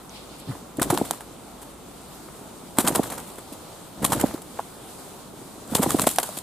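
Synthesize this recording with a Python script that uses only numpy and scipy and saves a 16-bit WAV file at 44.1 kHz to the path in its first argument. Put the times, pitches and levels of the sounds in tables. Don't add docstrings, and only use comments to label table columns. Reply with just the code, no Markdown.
import sys
import numpy as np
from scipy import signal
from scipy.fft import rfft, irfft, next_fast_len
from scipy.io import wavfile
from scipy.ndimage import uniform_filter1d

SR = 44100
rng = np.random.default_rng(int(sys.argv[2]) if len(sys.argv) > 2 else 0)


def put_to_file(sound):
    columns = np.atleast_2d(sound).T
    safe = np.clip(columns, -1, 1)
    whole_steps = np.round(safe * 32767)
    wavfile.write(sys.argv[1], SR, whole_steps.astype(np.int16))


def voltage_ratio(decibels):
    exponent = np.asarray(decibels, float) / 20
    return 10 ** exponent


N = 283122
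PADDED = next_fast_len(N)
BINS_HZ = np.maximum(np.fft.rfftfreq(PADDED, 1 / SR), 1)
TIME = np.arange(N) / SR
LEFT_RIGHT = np.array([[1], [-1]])
AIR_LEAN_DB, GROUND_LEAN_DB = -0.9, 0.4

# [f/Hz, level/dB]
SCRAPE_COLOUR = [(880, -35), (1500, -44), (1710, -13), (2440, -10), (3280, -3.5), (5490, -10.5),
                 (6400, -8.5), (7500, -1), (8160, 0), (9280, -0.5), (12700, -3.5), (14900, -10.5),
                 (16000, -20)]


def unit(x):
    return x / np.sqrt(np.mean(x ** 2))


def shape(table):
    hz, db = np.transpose(table)
    return voltage_ratio(np.interp(np.log(BINS_HZ), np.log(hz), db))


def colour(x, gain):
    return irfft(rfft(x, PADDED) * gain, PADDED)[..., :N]


def walk(rate):
    k = int(SR / rate)
    held = np.repeat(rng.standard_normal(N // k + 1), k)
    return 1.6 * uniform_filter1d(uniform_filter1d(held, k), k)[:N]


def stereo(mid, other, side_table):
    return mid + LEFT_RIGHT * colour(other, shape(side_table))


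def lean(db, count):
    return db + 1.64 * rng.standard_normal(count)


def add(out, s, x, pan_db):
    i = int(s * SR)
    x = x[..., :N - i]
    out[:, i:i + x.shape[-1]] += x * voltage_ratio(LEFT_RIGHT * pan_db / 2)


def stir(build_s, settle_s):
    # [start t/s, length/s, effort 0-1, stretch of the settling]
    bursts = [
        (0.455, 0.033, 0.16, 1.01),
        (0.755, 0.21, 0.9, 0.97),
        (2.745, 0.23, 0.73, 1.63),
        (3.96, 0.28, 0.96, 0.74),
        (5.682, 0.25, 0.83, 1.01),
    ]
    efforts = []
    for s, length, effort, stretch in bursts:
        rise = np.clip((TIME - s) / min(build_s, length), 0, 1)
        fall = np.clip(1 - (TIME - s - length) / (settle_s * stretch), 0, 1)
        efforts.append(effort * rise * fall)
    return np.max(efforts, axis=0)


def bed():
    # [f/Hz, level/dB]
    calm_colour = [(22, -13), (50, -6.5), (85, -6.5), (185, 0), (300, -1.5), (480, -5), (800, -6.5),
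                   (1350, -12.5), (1700, -21), (2600, -22), (3700, -20), (5700, -25), (8400, -19),
                   (14400, -27.5)]
    # [f/Hz, side minus mid/dB]
    width = [(60, -9), (110, -10), (200, -10), (380, -6.5), (700, -6.5), (1290, -5.5), (2380, -5),
             (4400, -2), (8120, -2.5), (15000, -0.5)]
    # [t/s, level over calm/dB]
    breeze = [(0, -1), (.35, -0.5), (.65, -2), (1.3, 0), (1.65, -1), (1.85, -1.5), (2.15, 2), (2.6, 1.5),
              (3.3, 0.5), (3.7, 3), (4.43, -1.5), (4.57, 7.5), (4.72, 0), (5.0, 6.5), (5.25, 0), (5.6, 3),
              (6.33, 12.5), (6.42, 5)]
    centres_hz = [70, 400, 3500, 9000]
    breeze_share = [0.22, 0.052, 0.69, 0.96]
    stir_db, build_s, settle_s = [17, 9.7, 10.5, 10.6], [.05, .17, .18, .19], [.2, .24, .27, .35]

    breeze_db = np.interp(TIME, *np.transpose(breeze))
    lifts = np.array([db * stir(build, settle) + share * breeze_db
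                      for db, build, settle, share in zip(stir_db, build_s, settle_s, breeze_share)])
    noise = rfft(rng.standard_normal((2, PADDED))) * shape(calm_colour) * shape([(14900, 1), (15300, -45)])
    noise[1] *= shape([(25, -15)] + width)
    rustle = 0.72 * walk(26)
    out, total = 0, 0
    for hz in 25 * 2 ** np.arange(0, 9.6, .5):
        window = np.cos(np.pi * np.clip(np.log2(BINS_HZ / hz), -.5, .5)) ** 2
        mid, side = irfft(noise * window, PADDED)[:, :N]
        near = [np.interp(np.log(hz), np.log(centres_hz), row) for row in np.eye(len(lifts))]
        reach = min(hz / 70, 1)
        level_db = reach * (near @ lifts) + 0.84 * walk(14) + min(hz / 3300, 1) ** 2 * rustle
        out = out + voltage_ratio(level_db) * (mid + LEFT_RIGHT * side)
        total = total + mid
    return out / np.sqrt(np.mean(total ** 2)) * voltage_ratio(-44)


def drone():
    phase = 2 * np.pi * np.cumsum(55 * (1 + 0.022 * walk(2.97))) / SR
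    nearest_s, swell_s, fades_s, fade_length_s = 1.6, 0.37, 2.4, .15
    swell_db = 4.5 * np.exp(-((TIME - nearest_s) / swell_s) ** 2)
    fade = 1 / (1 + np.exp((TIME - fades_s) / fade_length_s))
    return voltage_ratio(-56.5 + 1.5 * walk(3.8) + swell_db) * np.sin(phase) * fade


def trickle():
    centre_hz, width_hz, start_s, dies_s = 3730, 1900, .1, 0.48
    band = np.exp(-((BINS_HZ - centre_hz) / width_hz) ** 2)
    mid, side = unit(colour(rng.standard_normal((2, N)), band))
    late = TIME - start_s
    fade = (late > 0) * np.exp(-(late / dies_s) ** 2)
    return voltage_ratio(-53 + 3.0 * walk(27.8)) * (mid + LEFT_RIGHT * side) * fade


def pulses(rows):
    out = np.zeros((2, N))
    chance = rng.random((len(rows), 2))
    for row, (lag, waver), pan_db in zip(rows, chance, lean(AIR_LEAN_DB, len(rows))):
        s, db, hz, cycles, octave_db = row
        cycles = max(cycles, 1)
        u = np.arange(int(cycles / hz * SR)) * hz / SR / cycles
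        phase = 2 * np.pi * cycles * u * (1.12 - 0.14 * u) - 3.0 - 1.12 * lag
        phase += .5 * np.sin(2 * np.pi * (1.53 * u + waver))
        overtone = voltage_ratio(octave_db - 2.5) * np.cos(2.17 * phase) * 1.78 * np.exp(-u / 0.66)
        swell = np.sin(np.pi * u ** 0.77) ** (0.9 + 0.069 * cycles)
        add(out, s, voltage_ratio(db) * swell * (np.cos(phase) + overtone), pan_db)
    return out


def grain():
    return pulses([(.0947, -31.5, 6210, 7.5, -29)])


def shuffles():
    # [t/s, level/dB, f/Hz]
    shifts = [(0.386, -47, 339), (1.439, -36, 256), (2.279, -44, 310), (2.41, -31.5, 273),
              (2.634, -35, 264), (4.831, -34, 258), (5.336, -30, 374), (5.385, -40, 307), (5.416, -30, 331),
              (5.577, -29, 297), (5.62, -37, 276)]
    return pulses([(s, db - 4.5, hz, 4, -9) for s, db, hz in shifts])


def shiver():
    # [t/s, level/dB, f/Hz, cycles]
    beats = [
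        (0.473, -29, 135, 2.1),
        (.479, -33, 190, 1.6),
        (0.514, -31, 125, 1.9),
        (.524, -36, 120, 1.8),
    ]
    return pulses([tuple(row) + (-11,) for row in beats])


def puffs():
    # [t/s, level/dB, f/Hz]
    sheds = [(0.867, -30, 243), (0.983, -24, 265), (0.998, -22, 286), (2.878, -19, 254), (2.9284, -20, 232),
             (2.964, -22, 207), (2.98, -19, 289), (4.0185, -21.5, 224), (4.0311, -17, 208),
             (4.048, -19, 237), (4.1026, -21, 242), (4.128, -21, 219), (4.209, -21, 235), (4.253, -26, 223),
             (5.873, -17, 200), (5.883, -28, 245), (5.917, -27, 182), (5.9293, -33, 237),
             (5.997, -17.5, 203), (6.015, -22, 236), (6.0322, -21, 183), (6.043, -28, 242)]
    return pulses([(s, db, hz, 1.56, -18) for s, db, hz in sheds])


def eddies():
    # [t/s, level/dB, f/Hz, cycles]
    rolls = [(.492, -33, 280, 4.8), (.846, -30, 220, 1.6), (.868, -25, 300, 2), (.951, -23, 292, 3),
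             (1.112, -30, 292, 3.3), (1.136, -28, 910, 3.7), (2.885, -20, 308, 2.2), (2.921, -23, 200, 1.5),
             (4.044, -16, 850, 2.2), (4.054, -24, 600, 2.2), (4.095, -23, 200, 2), (4.18, -24, 210, 1.3),
             (5.735, -24, 704, 3.6), (5.808, -23, 300, 2.2), (5.829, -18, 450, 2.2),
             (5.835, -14.5, 1020, 2.8), (5.842, -19, 800, 2.6), (5.866, -20, 800, 2.8),
             (5.884, -24, 280, 2), (6.373, -29.5, 796, 2.8)]
    return pulses([tuple(row) + (-13,) for row in rolls])


def ticks():
    # [t/s, level/dB, f/Hz]
    flicks = [(0.4014, -39, 8660), (1.6316, -27, 9120), (3.5254, -35, 9030), (4.198, -16, 9770),
              (4.2687, -28, 8940), (4.3415, -30, 4200), (4.3784, -40, 8840), (4.42, -27, 8300),
              (5.9334, -23, 10500), (5.9663, -21, 8740), (5.9877, -18, 7850), (6.0074, -13, 10700),
              (6.0364, -23, 8360), (6.0884, -14, 7720), (6.112, -18, 9150), (6.1354, -20, 8070)]
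    return pulses([(s, db - 5.5, hz, 7.3, -40) for s, db, hz in flicks])


def barbs():
    # [t/s, level/dB, f/Hz]
    clicks = [(0.0961, -33, 5800), (0.3984, -34, 9300), (0.7717, -30, 9100), (0.8046, -29, 8600),
              (0.8158, -20, 4000), (0.8304, -8, 5200), (0.8316, -17, 8100), (0.8341, -15, 9600),
              (0.9457, -23, 7800), (0.9752, -13, 4200), (1.0646, -26, 9700), (1.0748, -33, 8200),
              (1.1272, -28, 7700), (1.1482, -27, 7300), (1.6486, -34, 9800), (1.8872, -34, 9500),
              (2.1291, -34, 7800), (2.7955, -13, 9500), (2.8806, -10, 9300), (2.9271, -22, 7300),
              (2.941, -30, 8100), (2.9517, -22, 6200), (3.0172, -30, 9300), (3.0215, -28, 8200),
              (3.0354, -23, 8500), (3.0667, -29, 9600), (3.0711, -28, 6100), (3.0766, -28, 7100),
              (3.1092, -25, 7900), (3.1836, -28, 5300), (3.3725, -34, 9600), (3.3739, -36, 7200),
              (3.6996, -35, 9400), (4.0463, -9, 8400), (4.0519, -7, 7900), (4.0664, -20, 8000),
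              (4.122, -14, 5100), (4.1989, -18, 9000), (4.2698, -24, 6500), (5.033, -35, 8300),
              (5.6779, -25, 8600), (5.7548, -12, 6900), (5.7858, -25, 7800), (5.8301, -12, 7800),
              (5.8325, -6, 8400), (5.9068, -6, 7500), (5.9502, -25, 5500), (5.9675, -20, 8900),
              (5.9833, -23, 7600), (5.996, -9, 7300), (6.017, -9, 9900), (6.0633, -26, 8000),
              (6.0922, -17, 7300), (6.1366, -21, 10700), (6.178, -29, 7900), (6.1858, 0, 5300),
              (6.2831, -30, 6700), (6.3856, -22, 9100)]
    click_ms, fizz_ms, fizz_db = 0.14, 1.1, -14
    out = np.zeros((2, N))
    ms = np.arange(-32, 224) / SR * 1000
    chance = rng.standard_normal((len(clicks), 2, len(ms) + 2))
    for (s, db, hz), c in zip(clicks, chance):
        ears = c[0] + .3 * LEFT_RIGHT * c[1]
        click = np.exp(-(ms / click_ms) ** 2) * np.cos(2 * np.pi * hz * ms / 1000 + 2 * ears[:, :1])
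        fizz = np.diff(ears[:, 1:]) * (ms > 0) * np.exp(-abs(ms) / fizz_ms)
        add(out, s - 32 / SR, voltage_ratio(db - 3.5) * (click + voltage_ratio(fizz_db) * fizz), GROUND_LEAN_DB + c[1, 1])
    return out


def taps():
    # [t/s, level/dB, f/Hz, rise/ms, fall/ms]
    contacts = [(.5022, -23, 136, 15, 10), (4.3467, -18, 290, 2.2, 2.6), (4.5904, -29, 900, .6, .9),
                (4.5951, -11.5, 850, .9, 1.1), (4.6022, -23, 950, .6, .9), (4.379, -31, 1100, .5, .8),
                (4.3435, -26, 600, .7, .7), (6.1868, -17, 1450, .45, 1.6), (3.0595, -30, 1500, .45, .8),
                (3.1225, -27, 1900, .4, .7), (6.043, -25, 1800, .4, .8)]
    out = np.zeros((2, N))
    ms = np.arange(-SR // 25, SR // 25) / SR * 1000
    for s, db, hz, rise, fall in contacts:
        phase = 2 * np.pi * hz * ms / 1000
        octave = (hz < 200) * voltage_ratio(-4) * np.cos(2 * phase - .4)
        swell = np.exp(-(ms / np.where(ms < 0, rise, fall)) ** 2)
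        add(out, s + ms[0] / 1000, voltage_ratio(db) * swell * (np.cos(phase) + octave), 0.2)
    return out


def knocks():
    # [t/s, level/dB, f/Hz]
    hits = [(0.517, -36, 864), (.525, -36, 886), (.553, -34, 855), (.566, -36, 490), (.799, -24, 536),
            (.823, -15, 960), (.877, -31, 759), (0.909, -18, 900), (.934, -22, 900), (.947, -19, 716),
            (.988, -22, 650), (1.042, -26, 676), (2.911, -16.5, 550), (2.924, -23, 958), (2.9507, -19, 680),
            (2.956, -12.5, 1140), (2.964, -16, 659), (2.987, -20, 800), (3.04, -22, 1170),
            (4.166, -19, 453), (4.179, -23, 875), (4.232, -19, 530), (4.309, -29, 678), (5.792, -16.5, 517),
            (5.989, -19, 1020), (6.041, -19, 649), (4.5743, -31, 1200)]
    return pulses([(s, db - 2, hz, 2.3, -9) for s, db, hz in hits])


def snaps():
    # [t/s, crack level/dB, ring level/dB, ring f/Hz, ring t60/s]
    strikes = [(0.8293, -4.5, -18, 1100, 0.013), (.9062, -10, -11.5, 810, 0.0065),
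               (0.976, -8, -13, 1050, 0.0087), (1.11, -5, -10.5, 850, 0.0064),
               (2.7861, -2.5, -6.5, 850, 0.0056), (2.8756, -7.5, -10.5, 1330, 0.0056),
               (2.8826, -4, -25, 960, 0.0037), (2.9514, -34, -24, 820, .037), (2.9592, -5, -22, 890, 0.028),
               (3.2019, -24, -35, 1000, 0.059), (4.0498, -1, -15.5, 1270, 0.015),
               (4.1218, -15, -10.5, 990, 0.0058), (4.1327, -9, -27, 930, 0.017),
               (4.4186, -29, -41, 860, .045), (3.1015, -24, -29, 900, 0.01),
               (5.753, -0.5, -16, 1100, 0.017), (5.8305, -25, -23, 1020, 0.026),
               (5.9063, -5.5, -16.5, 1340, 0.016), (5.9676, -23, -29, 635, 0.057),
               (5.9965, -6, -12, 1030, 0.008), (6.0205, -8, -23, 740, 0.039), (6.0717, -12, -8, 810, 0.017),
               (6.1857, -1.5, -5, 837, 0.017), (6.291, -24, -25.5, 730, 0.034)]
    crack, ring = np.zeros((2, 2, N))
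    t = np.arange(SR // 16) / SR
    chance = rng.standard_normal((len(strikes), 2, 256)) * np.exp(-t[:256] / 0.00066)
    for row, (a, b), pan_db in zip(strikes, chance, lean(GROUND_LEAN_DB, len(strikes))):
        s, db, ring_db, hz, t60 = row
        ears = np.array([a + 0.1 * b, a - 0.42 * b])
        add(crack, s, voltage_ratio(db + 6.5) / abs(a).max() * ears, pan_db)
        decay = np.exp(-np.log(1000) * t / t60) * (1 - np.exp(-t / 0.00035)) ** 2
        phase = 2 * np.pi * hz * (0.817 * t + 0.0005 * (1 - np.exp(-t / 0.0025)))
        upper = voltage_ratio(-10) * np.exp(-3.5 * t / t60) * np.sin(1.31 * phase)
        add(ring, s - .0008, -voltage_ratio(ring_db) * decay / decay.max() * (np.sin(phase) + upper), pan_db)
    return colour(crack, shape(SCRAPE_COLOUR) * shape([(9000, 1.0), (14000, -5.5)])) + ring


def grit(spread_db, share):
    big = (rng.random(N) < share) * voltage_ratio(spread_db * np.minimum(rng.exponential(size=N), 3))
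    return rng.standard_normal(N) * (1 + big)


def even(x):
    power = uniform_filter1d(x ** 2, int(7.8 * SR / 1000)) + .02
    return unit(x / np.sqrt(power))


def scrapes():
    # [t/s, level/dB, rise/ms, fall/ms, body below 2 kHz/dB]
    strokes = [(.8145, -23.5, 5, 15, -4.5), (.899, -22, 3.5, 10.5, 2), (1.6081, -44, 15, 22, -3),
               (2.28, -61, 9.5, 33, 20), (2.7847, -12.5, 1.7, 2.1, -4.5), (2.798, -24.5, 12.3, 4.9, -4.5),
               (2.864, -16.5, 20.3, 5.1, -2.5), (3.264, -42.5, 16, 34, -20), (4.041, -14.5, 8.4, 3.5, -0.5),
               (4.0969, -35, 27, 22, -1), (4.117, -19, 17, 4.8, 1), (4.2084, -24, 5.4, 2.3, -5),
               (5.6779, -41, 48, 180, 0.5), (5.748, -17, 6, 9, -8), (5.816, -20.5, 19, 7.7, -2),
               (6.066, -13.5, 7, 4.5, -5), (6.364, -30, 12.4, 7.2, -9.5), (.471, -61, 21, 30, 20.5)]
    # [t/s, level/dB, body below 2 kHz/dB]
    drags = [(.381, -47, -22), (0.938, -33, -10), (0.972, -31.5, 2.5), (1.046, -37, -1), (1.128, -41.5, -2),
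             (1.203, -44, -10), (2.767, -38.5, 8), (2.842, -35.5, 8), (2.918, -40, 4), (2.947, -27, 5),
             (3.029, -34.5, 5), (3.0978, -38, 7), (3.118, -35, 1), (3.175, -36, 2.5), (3.351, -47, -22),
             (3.377, -49, 6), (3.521, -43, -9), (4.021, -33.5, 2.5), (4.195, -35.5, 7.5), (4.258, -43, 8.5),
             (4.28, -44, -5), (.508, -57, 13.5), (.548, -65, 11), (4.337, -44.5, 8), (5.7654, -38, -7),
             (5.889, -27.5, 3), (5.915, -44, -2), (5.984, -29, 3), (6.0344, -45, 10), (3.06, -40, -9),
             (6.097, -36, -15), (6.227, -30, -2)]
    # [t/s, level/dB, body below 2 kHz/dB]
    catches = [(.769, -39, -20), (.796, -34, 6.5), (0.816, -29, 4), (1.087, -49, 8), (1.1087, -28, 2),
               (1.206, -49, 15.5), (2.7923, -19.5, -6), (3.384, -50, 13), (4.059, -24, -15),
               (4.3092, -53, 19.5), (4.378, -54, 15), (4.418, -38.5, -20), (4.589, -47, 15), (4.6, -52, 12),
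               (6.0168, -16.5, -12), (6.159, -27, -19), (6.185, -23, 5), (6.197, -27, -7), (6.229, -40, -1),
               (6.386, -30.5, -12), (6.089, -30, -18), (6.11, -33, -6), (5.917, -28, -8), (2.955, -24, -6),
               (4.197, -34, -10), (5.9325, -41, -7), (6.006, -29, -13), (6.036, -37, -5), (.398, -46, -20),
               (3.524, -51, -8)]
    # [f/Hz, level/dB]
    body_colour = [(80, -49), (200, -7), (500, 0.5), (900, 2), (1400, -3), (2200, -11.5), (3500, -30.5)]
    # [f/Hz, side minus mid/dB]
    width = [(60, -10), (110, -10), (200, -17), (380, -11), (700, -17), (1290, -15), (2380, -14.5),
             (4400, -9), (8120, -8), (15000, -4.5)]

    rows = (list(strokes)
            + [(s, db, 5.1, 17.4, body_db) for s, db, body_db in drags]
            + [(s, db, 1.1, 4.8, body_db) for s, db, body_db in catches])
    bright, coarse, body = np.zeros((3, 2, N))
    ms = np.arange(SR // 6) / SR * 1000
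    for (s, db, rise, fall, body_db), pan_db in zip(rows, lean(GROUND_LEAN_DB, len(rows))):
        late = np.maximum(ms - rise, 0)
        onset = np.minimum(ms / rise, 1)
        swell = onset ** 1.1 * (np.exp(-late / fall) + 0.091 * np.exp(-late / 40))
        coarse_swell = onset * (np.exp(-late / fall / .85) + .075 * np.exp(-late / 35))
        add(bright, s, swell * voltage_ratio(db - 1.08), pan_db)
        add(coarse, s, coarse_swell * voltage_ratio(db - 0.7), pan_db)
        add(body, s, swell * voltage_ratio(db + body_db - 3.0), pan_db)

    rough = voltage_ratio(2.03 * walk(400))
    hiss = [unit(colour(grit(0.88, 0.011), shape(SCRAPE_COLOUR))) for _ in range(2)]
    thud = [even(unit(colour(grit(3.2, 0.01), shape(body_colour)))) for _ in range(2)]
    hiss = stereo(*hiss, width)
    low = colour(hiss, 1 / (1 + (BINS_HZ / 6600) ** 8))
    rubbing = rough * (bright * (hiss - low) + coarse * rough ** .6 * low)
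    return rubbing + body * voltage_ratio(2.8 * walk(150)) * stereo(*thud, width)


def claps():
    # [t/s, level/dB, f/Hz, cycles]
    slaps = [
        (1.013, -11.5, 281, 2.8),
        (2.7983, -27, 286, 5),
        (2.842, -18.5, 216, 2.7),
        (2.9931, -9, 273, 3),
        (4.1632, -21, 286, 0.97),
        (4.2381, -7.5, 279, 3),
        (5.7514, -12.5, 235, 1.7),
        (5.838, -17.5, 250, 1.67),
        (5.8601, -14.5, 348, 3.9),
        (6.069, -14.5, 251, 2.2),
    ]
    return pulses([tuple(row) + (-2,) for row in slaps])


def flutters():
    # [t/s, level/dB, f/Hz, cycles]
    beats = [(0.7839, -17, 276, 3.8), (0.8141, -14, 270, 1.56), (0.855, -25, 327, 4),
             (0.9006, -18.5, 173, 2.3), (0.9247, -12.5, 347, 5.9), (2.7842, -10, 270, 3.1),
             (2.854, -23, 216, 4.2), (2.9031, -16.5, 258, 1.74), (3.382, -31, 318, 2.6),
             (3.521, -30.5, 267, 3), (4.15, -20.5, 312, 6.2), (4.3385, -26, 342, 2),
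             (5.7175, -21, 228, 5.1), (5.795, -12, 223, 3.2), (5.807, -26, 254, 1.9),
             (5.9446, -8, 280, 2.95), (6.371, -29.5, 311, 3.1), (0.546, -38, 291, 8.6), (0.52, -38, 101, 2),
             (.938, -21, 320, 6), (4.168, -22.5, 230, 2.3), (4.288, -31, 201, 2.8),
             (6.078, -24.5, 252, 3.6)]
    return pulses([tuple(row) + (-9,) for row in beats])


def scene():
    air = flutters() + claps() + puffs() + eddies() + shiver() + shuffles()
    ground = scrapes() + snaps() + knocks() + ticks() + grain()
    bird = colour(air + ground, shape([(30, -24), (90, -0.5)]))
    t = np.arange(SR // 8) / SR
    scatter = rng.standard_normal((2, len(t))) * np.exp(-t / 0.015) * (t > .003)
    echo = voltage_ratio(-44.0) * signal.fftconvolve(bird, scatter, axes=1)[:, :N]
    return bird + echo + bed() + drone() + trickle() + barbs() + taps()


def low_pass(x):
    return signal.sosfilt(signal.butter(12, 16610, fs=SR, output="sos"), x)


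def record(dry):
    rounded = np.tanh(1.1 * dry) / 1.1
    finished = colour(rounded, shape([(15000, 0), (15700, -14), (16600, -45)]))
    return low_pass(finished)


dry = scene()
out = record(dry)
put_to_file(out)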